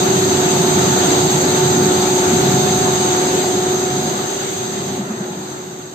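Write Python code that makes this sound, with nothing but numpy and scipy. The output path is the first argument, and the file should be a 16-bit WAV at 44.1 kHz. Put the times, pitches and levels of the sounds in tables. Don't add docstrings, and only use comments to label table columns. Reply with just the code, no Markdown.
import sys
import numpy as np
from scipy import signal
from scipy.fft import rfft, irfft
from scipy.io import wavfile
from scipy.ndimage import uniform_filter1d

SR = 44100
rng = np.random.default_rng(int(sys.argv[2]) if len(sys.argv) > 2 else 0)


def transcribe(signal):
    frames = np.atleast_2d(signal).T
    limited = np.clip(frames, -1, 1)
    pcm = np.round(limited * 32767).astype(np.int16)
    wavfile.write(sys.argv[1], SR, pcm)


N = 261954
T = np.arange(N) / SR
SHAFT_HZ = 24.445

EMPTY_BAND_HZ = [8500, 11610]


def undb(db):
    return 10 ** (np.asarray(db) / 20)


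def on_log(table, hz):
    f, v = np.transpose(table)
    return np.interp(np.log(hz + 1), np.log(f), v)


def over_time(table):
    return np.interp(T, *np.transpose(table))


def shade(table):
    return lambda hz: undb(on_log(table, hz))


def walk(rate):
    knots = np.arange(0, N / SR + 1, 1 / rate)
    coarse = np.arange(0, N / SR + .1, .002)
    z = np.interp(coarse, knots, rng.standard_normal(len(knots)))
    z = uniform_filter1d(z, int(250 / rate))
    return np.interp(T, coarse, z / z.std())


def patches(shape, wide, long):
    z = rng.standard_normal(shape, np.float32)
    for _ in range(2):
        z = uniform_filter1d(z, max(int(wide), 1), axis=0)
        z = uniform_filter1d(z, max(int(long), 1), axis=1)
    return z / z.std()


def wash(colour, patchy_db, flicker_db, swell_db):
    # frequency in Hz, correlation from -1 to 1.
    likeness = [(25, .72), (60, .96), (200, .96), (400, .82), (540, .48), (800, .25), (950, 0),
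                (1150, -.35), (1500, -.27), (1950, 0), (5900, 0), (6400, .09), (7200, .09), (7500, 0),
                (15000, 0)]
    # frequency in Hz, share from 0 to 1.
    from_right = [(1900, 0), (2200, .1), (3200, .12), (3750, .18), (4300, .08), (4800, .1), (5200, .04),
                  (6000, .06), (6300, 0)]
    # frequency in Hz, spread in dB.
    flutter = [(300, 0), (900, 0.97), (2500, 2), (4000, 0.87), (8400, 1.15), (11600, 1.4)]
    port_lag_s, top_flicker_db = .00042, .7
    size = 1024
    overlap = size * 3 // 4
    hz, _, z = signal.stft(rng.standard_normal((2, N)), SR, nperseg=size, noverlap=overlap)

    right_leads = np.exp(2j * np.pi * hz * port_lag_s)
    like = (on_log(likeness, hz) + on_log(from_right, hz) * right_leads)[:, None]
    left = z[0]
    right = like * left + np.sqrt(1 - np.abs(like) ** 2) * z[1]

    one_row = left[:1].shape
    db = patchy_db * patches(left.shape, 12, 30) + flicker_db * patches(left.shape, 25, 5)
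    db = db + swell_db * patches(one_row, 1, 7)
    db = db + on_log(flutter, hz)[:, None] * patches(left.shape, 3, 6)
    is_top = (hz > EMPTY_BAND_HZ[1])[:, None]
    db = db + top_flicker_db * is_top * patches(one_row, 1, 5)

    moving = np.array([left, right]) * undb(db)
    out = signal.istft(moving, SR, nperseg=size, noverlap=overlap)[1][:, :N]
    out = irfft(rfft(out) * colour(np.fft.rfftfreq(N, 1 / SR)), N)
    return out / np.sqrt(np.mean(out.mean(axis=0) ** 2))


def rumble():
    # frequency in Hz, relative level in dB per Hz.
    spectrum = [(20, -41.5), (40, -35), (58, -31.5), (75, -19), (100, -6), (115, -11), (135, 0.5),
                (170, -3.5), (197, -0.5), (225, -4), (300, -13.5), (400, -41)]
    # time in seconds, gain in dB.
    surges = [(0, 0), (.4, 1), (.85, 3.5), (1.1, -4), (1.3, 2.5), (1.55, -3), (1.68, 2.5), (1.86, 6),
              (1.93, 0.5), (2.25, -2.5), (2.35, 4), (2.55, 5), (2.72, 2), (2.9, 1), (3.2, -4), (3.65, -3),
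              (3.85, -1), (3.97, 3.5), (4.15, 1), (4.37, -8), (4.45, -2), (4.7, 1), (5.0, 5), (5.15, 1),
              (5.94, 2.5)]
    surge_above_hz, sway_db = 100, .3
    even = wash(shade(spectrum), patchy_db=.2, flicker_db=.3, swell_db=.1)
    split = signal.butter(2, surge_above_hz, "highpass", fs=SR, output="sos")
    upper = signal.sosfiltfilt(split, even)
    surge = undb(over_time(surges) + sway_db * walk(5.4))
    return undb(1.5) * (even - upper) + surge * upper


def roar():
    # frequency in Hz, relative level in dB per Hz.
    spectrum = [(150, -34.5), (230, -5.5), (300, 0), (345, -2), (380, -1.5), (420, -6.5), (520, -8),
                (680, -7.5), (800, -6.5), (870, -8), (930, -10.5), (1000, -12.5), (1400, -11.5),
                (2000, -19.5), (3000, -29.5), (4000, -42)]
    # time in seconds, gain in dB.
    swells = [(0, 0.4), (2.9, 0.5), (3.8, 2.1), (4.6, -0.5), (4.95, 1.5), (5.1, 7.5), (5.4, 3.5),
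              (5.65, 1.5), (5.94, 0.5)]
    even = wash(shade(spectrum), patchy_db=0.7, flicker_db=0.86, swell_db=0.07)
    return undb(over_time(swells)) * even


def hiss_colour(hz):
    # frequency in Hz, relative level in dB per Hz.
    broad = [(1200, -8), (2400, -12), (3200, -9), (3800, -3), (4400, -8.5), (4700, -7), (5000, -12.5),
             (5500, -15.5), (5950, -10), (7000, -9), (8000, -12), (8600, -8)]
    # frequency in Hz, relative level in dB per Hz.
    sizzle = [(11500, -17.5), (12100, -19), (12700, -21.5), (12950, -26.5), (13050, -19.5), (14300, -21),
              (15500, -24)]
    # frequency in Hz, left minus right in dB.
    lean = [(2500, 0), (3800, -1.5), (5000, 0), (7600, 0), (8000, -4), (11500, -3), (13200, -4.5)]
    # low edge, top and high edge in Hz, level in dB, left minus right in dB.
    jets = [(6135, 6430, 6940, 1, 0), (7265, 7500, 7860, -2.5, 3), (7800, 8300, 8600, -16, -9.5)]
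    side = np.array([[.5], [-.5]])
    power = undb(on_log(broad + sizzle, hz) + side * on_log(lean, hz)) ** 2
    for low_hz, top_hz, high_hz, db, pan_db in jets:
        corners_hz = [low_hz - 90, low_hz, top_hz, high_hz, high_hz + 90]
        shape_db = np.interp(hz, corners_hz, [-31.5, 0.5, 2, -8.5, -40.5])
        power = power + undb(shape_db + db + side * pan_db) ** 2
    return np.sqrt(power)


def air_hiss():
    return undb(0.3) * wash(hiss_colour, patchy_db=0.14, flicker_db=0.63, swell_db=0.15)


def whines():
    pitches = [342.2, 440, 684.5, 840.3, 1149.2, 1366, 1448, 1772.6, 1829.5, 4428, 4705]
    levels = [-19.5, -23, -26, -19.5, -24.5, -29, -28, -28, -27, -31.5, -33]
    gains_at_tank = [4, -2, 0, 0, 3, 0, -2, 2, 3, -4, -5]
    turn_s = [1.7, 2.8]
    out = np.zeros((2, N))
    turned = np.interp(T, turn_s, [0, 1])
    for hz, db, tank_db in zip(pitches, levels, gains_at_tank):
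        apart = min(hz / 1100, 1)
        swell_db, drift = 1.8 * walk(2), .9 * walk(3)
        facing_db = db + tank_db * (turned - 1)
        for c in range(2):
            wander = drift + 1.4 * apart * walk(1.54)
            own_db = 2 * apart * walk(3)
            gain = 2 * undb(facing_db + swell_db + own_db)
            out[c] += gain * np.sin(2 * np.pi * hz * T + wander)
    return out


def thumps():
    # start in seconds, level in dB, pitch in Hz.
    knocks = [(4.87, -25, 204), (4.988, -8.5, 204), (5.095, -10, 211), (5.199, -11, 199), (5.3, -16, 193),
              (5.355, -16, 194), (5.41, -25, 199)]
    push_s, t60_s = 0.014, 0.12
    out, waver = np.zeros(N), .6 * walk(45)
    for s, db, hz in knocks:
        t = np.maximum(T - s, 0)
        push = np.sin(np.pi / 2 * np.minimum(t / push_s, 1)) ** 2
        decay = 1000 ** (-t / t60_s)
        out += undb(db) * push * decay * np.sin(2 * np.pi * hz * t + waver)
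    return out


def drone():
    pitches = [15 * SHAFT_HZ, 16 * SHAFT_HZ, 29 * SHAFT_HZ, 30 * SHAFT_HZ, 889.8]
    # time in seconds, left and right RMS level in dB, left's lead over right in radians.
    at_ports = [
        [(.15, 3, 5, 0), (.5, -1, 3.5, -.1), (1.05, -2.5, 2.5, -.1), (1.4, 1.5, 3.5, -.1), (2.2, 3.5, 4.5, -.1),
         (2.55, 2.5, 0, -.1), (3.4, 3.5, 4, -.2), (3.75, 5, 5.5, -.1), (4.3, -1, -3, -.2), (5.25, 2.5, 0, 0),
         (5.6, 2.5, 1, -.2)],
        [(.2, 1, 1.5, -0.46), (.45, -5, -5, -0.35), (.75, -6, -1, -.3), (1.05, -12, -5, -.5),
         (1.65, -9, -3, -0.25), (2.1, -5, -3.5, -0.34), (2.45, -4, -1, -0.39), (3.1, -3.5, -4.5, -0.39),
         (3.75, -1, -1.5, -0.33), (4.2, -6.5, -3.5, -.1), (4.65, -2.5, 2.5, -.1), (5.25, -2, -7, .2),
         (5.6, -14, -3, 0)],
        [(.15, -8, -27, -4.5), (.45, -6, -11, -0.5), (1.1, -11, -17, 0.7), (1.65, -9, -28, -2.2),
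         (2.0, -13, -23, -5), (2.9, -19, -23, 3), (3.7, -20, -15, -0.5), (4.65, -29, -14, -3),
         (5.6, -22, -17, 4)],
        [(.15, -2, -19, -2), (.45, -14, -9, 0.3), (1.05, -7, -8, 2), (1.35, -11, -10, 1), (1.65, -9, -1.5, 2.0),
         (2.0, -8, -4, 1.6), (2.25, -10, -6, 1), (2.6, -7.5, 2.5, 1), (3.05, -10, -0.5, 1), (3.2, -9.5, -3, 0),
         (3.75, -6, 2, 0.7), (4.05, -7, 0, 0.6), (4.35, -9, -6, 1.5), (4.95, -11, -3, 1.5),
         (5.25, -19, -7, 0.5), (5.6, -11, -5, 4.5)],
        [(.15, -15, -7, -2.5), (.55, -15, -6, -0.5), (.8, -16, -5.5, -1.8), (1.05, -22, -7, -2.5),
         (1.55, -11, -7.5, -1), (1.7, -15, -7.5, 2), (2.0, -9.5, -10.5, 0.6), (2.55, -9.5, -15, 1.4),
         (3.0, -7, -25, 1.5), (3.45, -10, -25, 3), (3.9, -7, -23, 4), (4.5, -6.5, -15, 3), (5.6, -8.5, -21, 4)],
    ]
    sways = [0.45, 0.84, 1.3, 1, 1.7]
    wavers = [.5, 1.6, 1, .8, 2]
    out = 0
    for hz, rows, sway_db, waver_db in zip(pitches, at_ports, sways, wavers):
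        s, *cols = np.transpose(rows)
        left_db, right_db, lead = (np.interp(T, s, c) for c in cols)
        phase = 2 * np.pi * hz * T + 2 * np.pi * rng.random()
        phase = phase + .15 * walk(3) + .08 * waver_db * walk(14)
        rough_db = waver_db * walk(16)
        ports_db = np.array([db + sway_db * walk(6) for db in (left_db, right_db)])
        gain = np.sqrt(2) * undb(ports_db + rough_db)
        out = out + gain * np.sin(phase + np.array([lead, -lead]) / 2)
    return out


def scene():
    # time in seconds, gain in dB.
    fade = [(0.0, -22.5), (.95, -21.5), (1.12, -20), (1.3, -21.5), (1.9, -22.5), (2.2, -22), (2.7, -22.5),
            (3.35, -23.5), (3.55, -25.3), (4.0, -27), (4.5, -28), (4.97, -32), (5.03, -36.5), (5.3, -36.5),
            (5.5, -36), (5.62, -37.5), (5.94, -40.5)]
    steady = rumble() + roar() + air_hiss() + whines() + drone()
    return undb(over_time(fade)) * steady + thumps()


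def record(dry):
    low_cut_hz, top_hz = 73, 15500
    bass = signal.butter(2, low_cut_hz, "highpass", fs=SR, output="sos")
    gap = signal.ellip(12, .3, 90, EMPTY_BAND_HZ, "bandstop", fs=SR, output="sos")
    top = signal.ellip(16, .3, 90, top_hz, fs=SR, output="sos")
    thinned = signal.sosfilt(bass, dry)
    rounded = np.tanh(0.95 * thinned) / 0.9
    return signal.sosfilt(top, signal.sosfilt(gap, rounded))


dry = scene()
out = record(dry)
transcribe(out)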